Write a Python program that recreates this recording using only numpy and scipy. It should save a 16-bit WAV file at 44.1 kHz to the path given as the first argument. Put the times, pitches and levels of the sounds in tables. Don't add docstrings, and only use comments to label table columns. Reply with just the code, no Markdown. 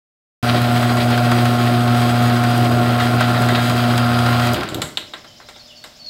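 import sys
import numpy as np
from scipy import signal
from scipy.fft import rfft, irfft
from scipy.io import wavfile

SR = 44100
rng = np.random.default_rng(int(sys.argv[2]) if len(sys.argv) > 2 else 0)


def transcribe(signal):
    frames = np.atleast_2d(signal).T
    limited = np.clip(frames, -1, 1)
    pcm = np.round(limited * 32767).astype(np.int16)
    wavfile.write(sys.argv[1], SR, pcm)


N = 268877
TIME = np.arange(N) / SR
START_S, POWER_OFF_S, STANDSTILL_S = 0.4275, 4.54, 4.91
HUM_HZ, LINK_HZ, FIRST_LINK_S = 120.0, 14.285, 0.057
TRILL_START_S, TRILL_PERIOD_S = 5.066, 0.098
GARAGE_T60_S, CUTOFF_HZ = 0.36, 15750

# frequency in Hz, relative spectral density in dB.
OUTDOOR_SPECTRUM = [(25, -3), (140, 0), (300, -6), (420, -12), (600, -1), (900, -12), (1700, -12.5),
                    (2500, -11), (3500, -6.5), (5300, -7.5), (6300, -15), (8800, -25), (16000, -25)]
KNOCK_SPECTRUM = [(100, -27), (300, 1), (700, 2.5), (1500, 1.5), (2200, 0.5), (2900, -18)]
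CLACK_SPECTRUM = [(1900, -11.5), (2900, -1), (3800, 0), (4300, -0.5), (4800, -16), (6500, -23)]
TINK_SPECTRUM = [(4500, 3.5), (6000, -4), (7500, 5.5), (10000, -3.5), (12500, -7), (16000, -15)]
SNAP_SPECTRUM = [(4500, 2), (6000, -2), (7500, 1), (10000, -4), (13000, -2), (16000, -5)]
SQUEAK_SPECTRUM = [(1100, -24), (1500, 6.5), (2100, 5.5), (2700, -17), (4000, -2), (4700, -18)]
HOUSING_SPECTRUM = [(4000, -13), (5600, -1), (8000, 1), (9500, -0.5), (11000, -1), (13400, -1.5),
                    (14150, -3), (15300, -4), (17000, 4)]
SLAP_SPECTRUM = [(300, -15), (700, 2.5), (1500, 5), (2500, -3.5), (4200, -7.5), (5500, -14), (9000, -18)]
RUMBLE_SPECTRUM = [(20, -29), (45, -12), (65, -9), (100, 0.5), (160, 1.5), (260, 0), (480, -3), (750, 4),
                   (950, -21.5), (1500, -55.5)]
COASTING_SPECTRUM = [(20, -22), (60, -4), (100, 1.5), (200, 2.5), (330, -1), (500, -7), (750, -9),
                     (1000, -15)]
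CLATTER_SPECTRUM = [(500, -28.5), (780, -3), (900, -4), (1200, -1.5), (1500, 0), (1720, -6.5),
                    (2300, -38.5)]
RATTLE_SPECTRUM = [(1200, -26.5), (1750, 0), (2300, -0.5), (4000, -2.5), (5000, -8), (5700, -18),
                   (8000, -47.5)]

# centre in Hz, bandwidth in Hz, lift in dB.
TROLLEY_MODES = [(325, 40, 6), (610, 50, 4), (790, 70, 5), (1040, 70, 5), (1360, 80, 7), (1610, 80, 6),
                 (2050, 120, 6), (2980, 70, 6), (3340, 110, 4), (3770, 220, 7), (4090, 140, 2),
                 (6900, 250, 4), (7600, 500, 6), (8580, 120, 5), (12300, 450, 8), (13500, 300, 5)]
SQUEAK_MODES = [(1640, 130, 7), (2010, 160, 10.5), (3700, 92, 20), (3950, 120, 11)]
HOUSING_MODES = [(5770, 110, 5), (6370, 35, 7), (6610, 70, 8), (6830, 90, 8), (7930, 110, 11),
                 (8070, 70, 5), (8410, 80, 8), (8610, 60, 4), (8880, 130, 7), (9130, 70, 9), (9790, 110, 8),
                 (10650, 130, 5), (11380, 160, 10), (12250, 250, 4), (12700, 250, 7), (13600, 280, 4),
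                 (15120, 160, 8), (15580, 140, 5)]
RAIL_MODES = [(345, 70, 6), (608, 55, 8), (1085, 60, 4), (1350, 70, 5), (1520, 70, 3), (1910, 70, 3),
              (3225, 50, 6), (4890, 80, 8)]

# frequency in Hz, rms level in dB.
IDLE_TONES = [(240, -60), (600, -58), (720, -65)]
# start in seconds, first pitch in Hz, relative level in dB.
BIRD_SLURS = [(5.41, 4350, -53), (5.52, 3950, -50), (5.575, 4730, -46), (5.625, 5420, -48),
              (5.662, 3810, -48), (5.688, 3200, -47.5)]
BIRD_HELD_NOTES = [(5.252, 3230, -53), (5.74, 4620, -45), (5.975, 4600, -41.5), (6.034, 4460, -38.5)]
# age in seconds, pitch in Hz, relative level in dB.
TRILL_NOTE = [(0, 4700, -65), (.007, 5030, -46), (.014, 5500, -48.5), (.019, 6320, -55), (.026, 7200, -57),
              (.036, 7900, -83)]
# start in seconds, relative knock, clack and tink levels in dB.
SETTLING_CLICKS = [(4.688, -40, -29, -32), (4.818, -19.5, -19.5, -22), (4.9723, -26, -15.5, -32.5),
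                   (5.136, -27, -28.5, -46), (5.245, -40.5, -46, -57), (5.401, -36.5, -51, -61),
                   (5.487, -36, -37.5, -45), (5.56, -43, -43, -62), (5.84, -33, -35, -40)]
# start in seconds, clack level in dB, tink level in dB.
SWITCH_SNAPS = [(4.543, -18, -27), (4.745, -21, -23.5)]
# peak time and width in seconds, rasp and squeak levels in dB.
SCRAPES = [(.497, 0.0073, -21.5, -38), (.565, .014, -26.5, -40), (.64, .02, -29.5, -37),
           (.775, .011, -30, -42), (1.005, 0.027, -27, -47), (1.135, 0.028, -28, -45),
           (1.675, 0.0055, -27, -39), (3.005, 0.021, -37, -28), (3.228, 0.023, -24.5, -33),
           (3.37, 0.017, -33, -25.5), (3.50, 0.018, -42, -25.5), (3.556, .0064, -24, -26),
           (3.59, 0.017, -42, -27)]
# start in seconds, tick level in dB, slap level in dB.
HARD_LINKS = [(.6175, -25, -34), (.7647, -40, -25), (0.969, -39, -20.5), (1.102, -32, -25),
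              (1.1765, -26.5, -26), (1.2453, -34, -30), (1.3152, -25.5, -19), (1.454, -28.5, -20),
              (2.093, -40, -19), (2.437, -27.5, -23), (2.578, -26.5, -37), (3.0014, -40, -22),
              (3.208, -26, -15), (3.2807, -42, -24), (3.4195, -26, -39), (3.4875, -25, -22.5),
              (3.6968, -26, -20), (3.9785, -22, -19), (4.1887, -32, -20), (4.262, -43, -18.5),
              (4.4698, -27, -19), (4.534, -19.5, -30), (4.632, -41, -20)]
# time in seconds, relative level in dB.
RUMBLE_LEVEL = [(.45, -24), (1.6, -25.5), (2.4, -25.5), (2.8, -23), (3.3, -24), (4.4, -26.5), (4.58, -23.5),
                (4.7, -30), (4.79, -23.5), (4.86, -34.5), (4.96, -41.5)]
# time in seconds, hum gain in dB, gear whine gain in dB.
DRIVE_LOAD = [(.43, -1.5, 2.5), (1.2, -0.5, -2), (2, 0.5, 0), (2.7, -0.5, 2), (3.3, -1.5, 2.5),
              (3.9, -1.5, 2), (4.3, -0.6, 7.5), (4.55, -2, 4.5)]
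# frequency in Hz, rms level in dB before the load gain.
GEAR_TONES = [(86, -42), (175, -45.5), (806, -48), (1028, -46), (1267, -37), (1386, -34), (4885, -51)]
# harmonic number, rms level in dB before the load gain, random waver in dB.
HUM_HARMONICS = [(1, -17, 1.13), (2, -20, 1.0), (3, -36, 4), (4, -40, 0.5), (6, -25, 0.5), (7, -40, 0.5),
                 (9, -38.5, 4), (10, -41.5, -3)]


def from_db(db):
    return 10 ** (np.asarray(db) / 20)


def unit_rms(x):
    return x / np.sqrt(np.mean(x ** 2) + 1e-20)


def in_time(rows):
    times, *columns = np.transpose(rows)
    return [np.interp(TIME, times, column) for column in columns]


def decay(after_s, t60):
    return from_db(-60 * np.clip((TIME - after_s) / t60, 0, 4))


def drift(rate_hz):
    hz = np.fft.rfftfreq(N, 1 / SR)
    return unit_rms(irfft(rfft(rng.standard_normal(N)) / (1 + (hz / rate_hz) ** 2), N))


def body(x, spectrum, modes=()):
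    size = 8192
    hz = np.fft.rfftfreq(size, 1 / SR)
    points, levels = np.transpose(spectrum)
    log_hz, log_points = np.log2(hz + 1), np.log2(points)
    octaves_outside = np.abs(log_hz - np.clip(log_hz, log_points[0], log_points[-1]))
    db = np.interp(log_hz, log_points, levels) - 20 * np.minimum(octaves_outside, 2)
    for centre, width, lift in modes:
        db = db + lift / (1 + (2 * (hz - centre) / width) ** 2)
    cepstrum = irfft(np.log(from_db(db)))
    response = irfft(np.exp(rfft(2 * cepstrum[:size // 2], size)))
    return signal.oaconvolve(x, response / np.linalg.norm(response))[:N]


def contacts(per_s, spread_db):
    impacts = (rng.random(N) < per_s / SR) * rng.standard_normal(N)
    return unit_rms(impacts * from_db(spread_db * rng.standard_normal(N)))


def blow(start_s, db, t60, room_db):
    reverberation = from_db(room_db) * decay(start_s, GARAGE_T60_S)
    return from_db(db) * (TIME >= start_s) * np.hypot(decay(start_s, t60), reverberation)


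def tone(hz, db, wobble=0):
    return np.sqrt(2) * from_db(db) * np.sin(2 * np.pi * hz * TIME + wobble)


def throb(depth_db, lead_cycles):
    return from_db(depth_db * np.cos(2 * np.pi * (HUM_HZ * TIME + lead_cycles)))


def background():
    hush = from_db(-48) * body(rng.standard_normal(N), OUTDOOR_SPECTRUM)
    return hush + sum(tone(hz, db) for hz, db in IDLE_TONES)


def whistle(start_s, first_hz, db, length_s, fall_hz_per_s):
    age = np.clip(TIME - start_s, 0, length_s)
    pitch = first_hz - fall_hz_per_s * age
    return from_db(db) * np.sin(np.pi * age / length_s) * np.sin(2 * np.pi * np.cumsum(pitch) / SR)


def birds():
    song = sum(whistle(*note, length_s=0.048, fall_hz_per_s=12500) for note in BIRD_SLURS)
    song += sum(whistle(*note, length_s=0.079, fall_hz_per_s=3800) for note in BIRD_HELD_NOTES)
    age = np.maximum(TIME - TRILL_START_S, 0) % TRILL_PERIOD_S
    ages, hz, db = np.transpose(TRILL_NOTE)
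    trill_envelope = np.interp(age, ages, from_db(db), right=0) * (TIME > TRILL_START_S)
    song += trill_envelope * np.sin(2 * np.pi * np.cumsum(np.interp(age, ages, hz)) / SR)
    echoes = rng.standard_normal(N) * decay(0, GARAGE_T60_S)
    reverberation = signal.fftconvolve(song, echoes / np.linalg.norm(echoes))[:N]
    return from_db(0.5) * song + from_db(5.0) * reverberation


def click_band(column, spectrum, ring_scale, room_db):
    envelope = 0
    for start_s, *levels in SETTLING_CLICKS:
        t60 = ring_scale * np.interp(start_s - POWER_OFF_S, [0, 0.85], [0.027, 0.091])
        envelope += blow(start_s, levels[column], t60, room_db)
    return body(envelope / np.sqrt(ring_scale) * rng.standard_normal(N), spectrum, TROLLEY_MODES)


def settling():
    knock = click_band(0, KNOCK_SPECTRUM, ring_scale=1.4, room_db=-6)
    clack = click_band(1, CLACK_SPECTRUM, ring_scale=0.77, room_db=-14)
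    tink = click_band(2, TINK_SPECTRUM, ring_scale=1.0, room_db=-8.5)
    return from_db(-2.3) * knock + clack + tink


def limit_switch():
    t60, room_db = 0.028, -17
    clack_envelope = sum(blow(start_s, db, t60, room_db) for start_s, db, _ in SWITCH_SNAPS)
    tink_envelope = sum(blow(start_s, db, t60, room_db) for start_s, _, db in SWITCH_SNAPS)
    clack = body(clack_envelope * rng.standard_normal(N), CLACK_SPECTRUM, TROLLEY_MODES)
    tink = body(tink_envelope * rng.standard_normal(N), SNAP_SPECTRUM, TROLLEY_MODES)
    return clack + tink


def scrapes():
    rasp = squeak = 0
    for peak_s, width_s, rasp_db, squeak_db in SCRAPES:
        swell = np.exp(-0.5 * ((TIME - peak_s) / width_s) ** 2)
        rasp += from_db(rasp_db) * swell
        squeak += from_db(squeak_db) * swell
    slips = contacts(2700, spread_db=-2.0)
    return body(slips * rasp, RATTLE_SPECTRUM) + body(slips * squeak, SQUEAK_SPECTRUM, SQUEAK_MODES)


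def housing():
    swell = throb(depth_db=3.5, lead_cycles=0.33)
    mains_cycle = np.arange(N) % round(2 * SR / HUM_HZ)
    repeating = unit_rms(sum(rng.standard_normal(N)[mains_cycle] * drift(6.3) for _ in range(5)))
    shake = unit_rms((contacts(20000, spread_db=-2.0) + 0.85 * repeating) * swell)
    sizzle = body(shake, HOUSING_SPECTRUM, HOUSING_MODES)
    rail_buzz = body(repeating * swell, RATTLE_SPECTRUM, RAIL_MODES) * from_db(2.5)
    return from_db(-37) * (sizzle + rail_buzz) * decay(POWER_OFF_S, t60=0.44)


def coasting():
    return decay(POWER_OFF_S + 0.025, t60=0.87)


def each_link(spread_db):
    link, fraction = np.divmod(np.maximum(TIME - FIRST_LINK_S, 0) * LINK_HZ, 1)
    strength = from_db(spread_db * np.minimum(rng.standard_normal(int(link[-1]) + 1), 1.5))
    return strength[link.astype(int)], fraction / LINK_HZ


def landings(column, usual_db, t60, room_db):
    strength, age = each_link(spread_db=6.5)
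    light = strength * from_db(usual_db - 60 * age / t60) * coasting()
    hard = sum(blow(start_s, levels[column], t60, room_db) for start_s, *levels in HARD_LINKS)
    return (light + hard) * rng.standard_normal(N)


def chain_hits():
    ticks = landings(0, usual_db=-38.5, t60=0.016, room_db=-22)
    slaps = landings(1, usual_db=-32, t60=0.069, room_db=-17.5)
    return body(ticks, HOUSING_SPECTRUM) + body(slaps, SLAP_SPECTRUM, RAIL_MODES)


def chain_rattle():
    strength, age = each_link(spread_db=3.5)
    link_beat = unit_rms(np.hypot(1, strength * np.exp(-age / 0.012)))
    link_beat *= from_db(0.31 * drift(35) + 0.57 * drift(5.6))
    low_shake = contacts(5000, spread_db=3.0) * throb(depth_db=2.5, lead_cycles=0.56)
    high_shake = contacts(5000, spread_db=0.0) * throb(depth_db=-1.0, lead_cycles=0.46)
    clatter = from_db(-28) * body(low_shake * link_beat, CLATTER_SPECTRUM, RAIL_MODES)
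    rattle = from_db(-30.5) * body(high_shake * link_beat, RATTLE_SPECTRUM, RAIL_MODES)
    _, gear_load_db = in_time(DRIVE_LOAD)
    return (clatter + rattle) * from_db(0.34 * gear_load_db) * coasting()


def rail_rumble():
    level_db, = in_time(RUMBLE_LEVEL)
    speed = decay(POWER_OFF_S, t60=0.9)
    driven = body(contacts(4000, spread_db=1.0), RUMBLE_SPECTRUM, RAIL_MODES)
    slowing = body(contacts(1500, spread_db=2.0), COASTING_SPECTRUM, RAIL_MODES)
    rumble = speed * driven + np.sqrt(1 - speed ** 2) * slowing
    return rumble * from_db(level_db + 0.83 * drift(9.6)) * decay(STANDSTILL_S, t60=1.57)


def motor():
    hum_db, whine_db = in_time(DRIVE_LOAD)
    hum = whine = 0
    for harmonic, db, waver in HUM_HARMONICS:
        level_db = db + hum_db + waver * drift(14.0)
        hum += tone(harmonic * HUM_HZ, level_db, wobble=0.017 * waver * drift(2.4))
    slip = drift(0.81)
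    for hz, db in GEAR_TONES:
        level_db = db + whine_db + 1.6 * drift(1.1)
        whine += tone(hz, level_db, wobble=0.00083 * hz * slip + 0.42 * drift(2.6))
    return hum * decay(POWER_OFF_S, t60=0.068) + whine * decay(POWER_OFF_S, t60=0.17)


def scene():
    drive = motor() + rail_rumble() + chain_rattle() + chain_hits() + housing() + scrapes()
    return (drive + limit_switch() + settling() + birds() + background())[None]


def record(dry):
    low_pass = signal.ellip(10, 0.2, 80, CUTOFF_HZ, fs=SR, output="sos")
    return signal.sosfilt(low_pass, dry * (TIME >= START_S))


dry = scene()
out = record(dry)
transcribe(out)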